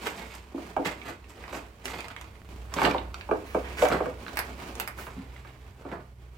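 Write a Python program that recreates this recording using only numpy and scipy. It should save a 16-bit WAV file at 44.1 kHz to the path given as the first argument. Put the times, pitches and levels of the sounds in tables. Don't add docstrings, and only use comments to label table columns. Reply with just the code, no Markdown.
import sys
import numpy as np
from scipy import signal
from scipy.fft import rfft, irfft
from scipy.io import wavfile
from scipy.ndimage import uniform_filter1d

SR = 44100
rng = np.random.default_rng(int(sys.argv[2]) if len(sys.argv) > 2 else 0)


def generate_wav(signal):
    frames = np.transpose(np.atleast_2d(signal))
    scaled = np.clip(frames, -1, 1) * 32767
    pcm = np.round(scaled).astype(np.int16)
    wavfile.write(sys.argv[1], SR, pcm)


N = 280917

PORT_GAP_M = 0.15
SOUND_M_PER_S = 343


def undb(db):
    return 10 ** (np.asarray(db) / 20)


def unit(x):
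    return x / np.sqrt(np.mean(x ** 2))


def seconds(size):
    return np.arange(size) / SR


def curve(rows):
    return undb(np.interp(seconds(N), *np.transpose(rows)))


def walk(rate):
    hold = int(SR / rate)
    levels = np.repeat(rng.standard_normal(N // hold + 1), hold)
    smooth = uniform_filter1d(uniform_filter1d(levels, hold), hold)
    return unit(smooth[:N])


def paint(x, colour, size=4096):
    hz, db = np.transpose(colour)
    log_hz = np.log(np.fft.rfftfreq(size, 1 / SR) + 1)
    gain = undb(np.interp(log_hz, np.log(hz), db))
    cepstrum = irfft(np.log(gain))[:size // 2]
    cepstrum[1:] *= 2
    response = irfft(np.exp(rfft(cepstrum, size)))
    return signal.fftconvolve(np.atleast_2d(x), response[None], axes=1)[:, :x.shape[-1]]


def ring(hz, t60, size=4096):
    t = seconds(size)
    return np.sin(2 * np.pi * hz * t) * np.exp(-np.log(1000) * t / t60)


def crack(t60, size=4096):
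    return unit(rng.standard_normal(size) * np.exp(-np.log(1000) * seconds(size) / t60))


def grains(rate, spread_db):
    chance = rng.random(N)
    size = rng.exponential(size=N)
    sign = rng.choice([-1, 1], N)
    return unit((chance < rate / SR) * sign * undb(spread_db * np.minimum(size, 3)))


def diffuse(size):
    alike = np.sinc(2 * np.fft.rfftfreq(size, 1 / SR) * PORT_GAP_M / SOUND_M_PER_S)
    spectra = rfft(rng.standard_normal((2, size)))
    mid, side = irfft(spectra * np.sqrt([1 + alike, 1 - alike]), size)
    return unit(np.array([mid + side, mid - side]))


def bunker(x, wet_db, bearing=0, size=32768):
    early_t60_s, late_t60_s, late_db = 0.16, 0.47, -9.5
    treble_share = 0.34
    t = seconds(size)
    noise = diffuse(size)
    low = signal.sosfilt(signal.butter(1, 2500, fs=SR, output="sos"), noise)

    def fade(age):
        return undb(-60 * age / early_t60_s) + undb(late_db - 60 * age / late_t60_s)

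    room = low * fade(t) + (noise - low) * fade(t / treble_share)
    room *= np.minimum(t / 0.00075, 1)
    room *= undb(wet_db) / np.sqrt(np.sum(room ** 2) / 2)
    lag = int(np.sin(bearing) * PORT_GAP_M / SOUND_M_PER_S * SR)
    room[[0, 1], [max(-lag, 0), max(lag, 0)]] += 1
    return signal.fftconvolve(np.atleast_2d(x), room, axes=1)


def add(out, s, hit, db, size=600):
    start = int(s * SR)
    opening = np.sqrt(np.mean(hit[:, :size] ** 2))
    hit = hit[:, :N - start] * undb(db) / opening
    out[:, start:start + hit.shape[1]] += hit


def grinding(kind, colour, rate, spread_db, wet_db, slip):
    # full weight t/s, rise/s, release/s, relative grit level/dB,
    # rubble over grit level/dB, sand over grit level/dB
    presses = [(0.075, 0.064, 0.11, -35.5, -5, -3.5), (0.19, 0.094, 0.17, -43, -7.5, -9.5),
               (0.346, 0.14, 0.086, -47.5, -15, -2.5), (0.855, 0.0043, 0.095, -31.5, -0.5, -5),
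               (1.096, 0.11, 0.098, -43, -1.5, -6), (1.296, 0.013, 0.075, -53.5, -1, 2),
               (1.44, 0.17, 0.12, -51, 2, -9), (1.552, 0.077, 0.12, -42.5, 2.5, -3),
               (1.856, 0.024, 0.15, -40.5, -3.5, -2.5), (1.938, 0.11, 0.45, -43.5, -4, -9.5),
               (2.761, .008, 0.11, -39.5, 4.5, -7), (2.853, 0.11, 0.083, -28, 2, -9),
               (2.955, 0.098, 0.19, -48, 6.5, -9.5), (3.819, 0.049, 0.067, -38, 0, 4),
               (3.935, 0.13, 0.084, -37, 8.5, -8), (4.07, 0.077, 0.074, -54.5, 15, -12),
               (5.0, 0.068, 0.2, -49, -5, -1), (5.072, 0.024, 0.071, -51.5, 3.5, -16),
               (5.19, 0.06, 0.27, -56, 1.5, -13), (5.368, 0.053, 0.5, -54, -6, -8),
               (5.8, 0.018, 0.069, -65, 9, -2), (5.865, .07, 0.08, -62, 16, -23),
               (5.925, 0.087, 0.11, -53, 12.5, -9.5)]
    press_range_db = 21.5
    debris = unit(paint(grains(rate, spread_db) * slip, colour))[0]
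    t, out = seconds(N), np.zeros((2, N))
    for s, rise_s, release_s, grit_db, rubble_db, sand_db in presses:
        over_grit_db = {"grit": 0, "rubble": rubble_db, "sand": sand_db}[kind]
        start = max(int((s - 2 * rise_s) * SR), 0)
        stop = int((s + 2 * release_s) * SR)
        span = t[start:stop]
        away = np.maximum((s - span) / rise_s, (span - s) / release_s)
        press = undb(grit_db + over_grit_db - press_range_db * away)
        crunch = bunker(debris[start:stop] * press, wet_db)[:, :N - start]
        out[:, start:start + crunch.shape[1]] += crunch
    return out / np.sqrt(1 + undb(2 * wet_db))


def slides():
    # t/s, length/s, level/dB, treble setting/dB
    slips = [(0.847, 0.065, -35, -4), (3.462, 0.19, -49.5, 6.5), (3.643, 0.11, -45.5, -22),
             (3.771, 0.14, -39, 0), (4.977, 0.12, -47, 14)]
    out = np.zeros((2, N))
    for s, length_s, db, treble_db in slips:
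        t = seconds(int(length_s * SR))
        sand = grains(5000, 5.1)[:len(t)] * np.sqrt(1 - t / length_s)
        colour = [(300, -10), (1000, 3.5), (2300, 7.0), (3800, -6.0),
                  (8000, treble_db / 2 - 10.5), (10500, treble_db - 16), (15000, treble_db - 14)]
        add(out, s, bunker(paint(sand, colour), wet_db=-4.0, bearing=0.45), db)
    return out


def knocks(gain_db=-7.0, hard_db=9, crack_db=-20):
    # t/s, relative level/dB, favoured f/Hz, contact hardness/dB, lead near that f/dB
    blows = [(0.543, -24.5, 283, -50, 14), (0.579, -32, 330, -31, 8), (0.765, -16, 757, -18, 12),
             (0.791, -23, 324, -48, 11), (1.529, -29.5, 634, -14, 9), (2.786, -19, 1160, -16, 2),
             (2.817, -15, 820, -5, 10.5), (2.838, -20, 256, -22, 15.5), (2.865, -16.5, 236, -28, -10),
             (2.946, -17, 870, -25, 11), (3.29, -24, 990, -27, 8), (3.312, -14, 385, -25, 9.5),
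             (3.547, -15, 476, -26.5, 8.5), (3.824, -9, 567, -22, 15.5), (3.852, -17.5, 714, -3.5, 17),
             (3.915, -20, 500, -8.5, 16), (4.005, -18, 510, -31, 2.5), (4.058, -23, 522, -14, 18),
             (4.489, -37.5, 230, -27, 21), (4.986, -33.5, 1450, -29, 26.5), (5.068, -34.5, 905, 0, 8),
             (5.167, -34, 221, -36, 51), (5.449, -40.5, 1350, -11, -2), (5.851, -31.5, 367, -25, 13),
             (5.915, -35.5, 330, -22, -6)]
    # f/Hz, relative level/dB, t60/s
    modes = [(159, -14, 0.021), (187.4, -11.5, 0.08), (273.5, -9.5, 0.28), (334.5, -3, 0.073),
             (428, -3.5, 0.079), (511, -5.5, 0.12), (631, 2.5, 0.042), (731, 0, 0.059), (890, 9, 0.022),
             (1186, 16, 0.011), (1570, 10.5, 0.02), (2295, 4.5, 0.033), (2800, 9, 0.0043)]
    spread_oct = .35
    out = np.zeros((2, N))
    hz, mode_db, t60 = np.transpose(modes)
    for s, db, pitch_hz, hardness_db, focus_db in blows:
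        tuned = hz * (1 + .02 * rng.standard_normal(len(hz)))
        near = np.exp(-(np.log2(hz / pitch_hz) / spread_oct) ** 2)
        weights = undb(mode_db + focus_db * near)
        body = unit(sum((-1) ** k * weights[k] * ring(tuned[k], t60[k]) for k in range(len(hz))))
        colour = [(650, 0.0042), (1900, hardness_db + hard_db), (3000, hardness_db + hard_db - 0.5),
                  (9000, hardness_db + 7), (15000, hardness_db + 1)]
        blow = paint(body + undb(crack_db) * crack(0.029), colour)
        bearing = rng.uniform(-0.16, 0.074)
        add(out, s, bunker(blow, wet_db=0.5, bearing=bearing), db + gain_db)
    return out


def snaps(gain_db=-14, treble_db=3):
    # t/s, relative level/dB, pitch f/Hz, relative treble/dB
    chips = [(0.0693, -18.5, 1530, -19), (0.8507, -33, 1580, -21), (1.0161, -30.5, 2270, -18),
             (1.243, -42.5, 2650, -19), (1.439, -30, 1930, -30), (1.48, -31.5, 1160, -15),
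             (1.8556, -21, 2780, 3), (1.8803, -26, 2110, -6), (2.0053, -26, 2330, -4),
             (2.0833, -29.5, 1270, -5), (2.103, -30.5, 1380, -24), (2.164, -26.5, 2200, -12),
             (2.212, -30, 1000, -1.5), (2.7392, -20, 1170, 3), (2.851, -12, 2970, -23),
             (2.912, -20, 2470, -12), (2.9818, -24.5, 2800, -28), (3.1432, -23.5, 1400, -12.5),
             (3.2105, -28, 1650, -18), (3.8211, -17.5, 1290, -20), (3.855, -20, 1390, -33),
             (3.8855, -22.5, 1210, 3), (4.2648, -26.5, 1530, -67), (4.2815, -26.5, 1520, -13),
             (4.7535, -31, 1220, 3), (5.3632, -36.5, 1990, -33)]
    out = np.zeros((2, N))
    for s, db, pitch_hz, bright_db in chips:
        top_db = min(bright_db + treble_db, 6)
        chip = crack(.01) + undb(-6) * unit(ring(pitch_hz, .009))
        colour = [(250, -36), (900, -0.5), (2900, 1), (4000, -2.5),
                  (7000, top_db - 5.0), (15000, top_db - 16)]
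        chip = paint(chip, colour)
        bearing = rng.uniform(-0.46, 0.55)
        add(out, s, bunker(chip, wet_db=-2.5, bearing=bearing), db + gain_db)
    return out


def clacks(gain_db=-8.5):
    # t/s, relative level/dB
    contacts = [(4.3572, -40), (4.3716, -20), (4.3901, -18), (4.7996, -20), (4.8761, -25)]
    # f/Hz, level/dB
    colour = [(100, -20), (300, -9), (800, 1), (1500, 2), (2600, 1), (3300, -12), (4800, -7), (7000, -15),
              (9000, -7), (11000, -7), (13000, -6), (16000, -10)]
    out = np.zeros((2, N))
    for s, db in contacts:
        contact = crack(.006) / 150
        contact[0] += 1
        add(out, s, bunker(paint(contact, colour), wet_db=2, bearing=0.35), db + gain_db)
    return out


def taps(gain_db=-9, pitch_hz=280, t60=0.0097):
    # t/s, relative level/dB
    touches = [(2.4178, -43), (2.448, -46.5), (2.49, -42), (2.528, -44), (2.561, -40.5), (2.655, -46),
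               (2.698, -54)]
    out = np.zeros((2, N))
    for s, db in touches:
        tap = unit(ring(pitch_hz, t60)) + undb(7) * crack(0.0028)
        dull = paint(tap, [(1500, 0), (6000, -22)])
        add(out, s, bunker(dull, wet_db=-19), db + gain_db)
    return out


def rustle(gain_db=4, flicker_db=2, count=3):
    # t/s, relative level/dB
    movement = [(0.0, -42.5), (0.47, -60), (0.6, -50.5), (1.0, -54), (1.2, -61), (1.4, -54), (2.3, -61),
                (2.52, -53.5), (2.7, -59), (3.15, -56.5), (3.7, -48), (4.2, -51.5), (4.7, -49),
                (5.1, -57.5), (6.37, -64)]
    # f/Hz, level/dB
    colour = [(90, -25), (170, -6), (280, -3), (500, -7), (1000, -10), (1700, -14), (2600, -14),
              (3500, -20), (8000, -25), (10000, -30), (16000, -31)]
    spots = sum(bunker(grains(500, 5.1), wet_db=5)[:, :N] for _ in range(count))
    fibres = unit(paint(spots, colour))
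    return fibres * curve(movement) * undb(gain_db + flicker_db * walk(23.33))


def hum(base_db=-2, octave_db=0, rumble_db=-2):
    # t/s, relative level/dB
    swell = [(0.1, -51), (1.39, -51.5), (2.82, -43.5), (6.03, -49), (6.2, -51.5)]
    # t/s, relative level/dB
    octave_swell = [(0.0, -75), (2.4, -62), (2.89, -71), (4.45, -60), (5.13, -54), (6.37, -55.5)]
    # f/Hz, level/dB
    colour = [(20, -44.5), (35, -4), (47, -3), (60, 11.5), (78, 1), (100, 3), (135, -12.5), (200, -9.5),
              (400, -40.5)]
    mean_hz = 62.8
    phase = 2 * np.pi * np.cumsum(mean_hz * (1 + .02 * walk(7))) / SR
    throb = undb(1.5 * walk(12))
    base = undb(base_db) * curve(swell) * np.sin(phase)
    octave = undb(octave_db) * curve(octave_swell) * np.sin(2 * phase)
    rumble = unit(paint(diffuse(N), colour)) * curve(swell)
    return np.sqrt(2) * (base + octave) * throb + undb(rumble_db) * rumble


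def scene():
    # f/Hz, level/dB
    rubble_colour = [(60, -28), (110, -4.5), (165, 3), (230, -0.5), (400, 4), (900, -3.5), (1300, -3.5),
                     (2000, -13.5), (4000, -53.5)]
    grit_colour = [(300, -18), (900, 4), (1500, -2.5), (2100, 2), (2900, -4), (3600, -6), (5000, -10.5),
                   (7000, -53), (12000, -31.5)]
    sand_colour = [(2000, -52), (5000, 2.5), (8000, 5), (10000, -5.5), (13000, 0), (16000, -16.5)]
    slip = undb(3 * walk(110))
    rubble = grinding("rubble", rubble_colour, rate=500, spread_db=2.5, wet_db=0, slip=slip)
    grit = grinding("grit", grit_colour, rate=900, spread_db=4, wet_db=-1, slip=slip)
    sand = grinding("sand", sand_colour, rate=2200, spread_db=5, wet_db=0, slip=slip)
    steps = undb(2.0) * rubble + undb(0.36) * grit + undb(-4.0) * sand
    return steps + slides() + knocks() + snaps() + clacks() + taps() + rustle() + hum()


def record(dry):
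    # f/Hz, level/dB
    ports = [(60, -2.4), (250, -1), (500, -1.7), (1000, -2.8), (2200, -7.5), (4000, -6.5), (8000, -3.5),
             (14000, -2.3)]
    top_hz = 15900
    sides = []
    for x, sign in zip(dry, (1, -1)):
        shading = [(hz, sign * db / 2) for hz, db in ports]
        sides.append(paint(x, shading)[0])
    return signal.sosfilt(signal.ellip(8, .2, 70, top_hz, fs=SR, output="sos"), sides)


dry = scene()
out = record(dry)
generate_wav(out)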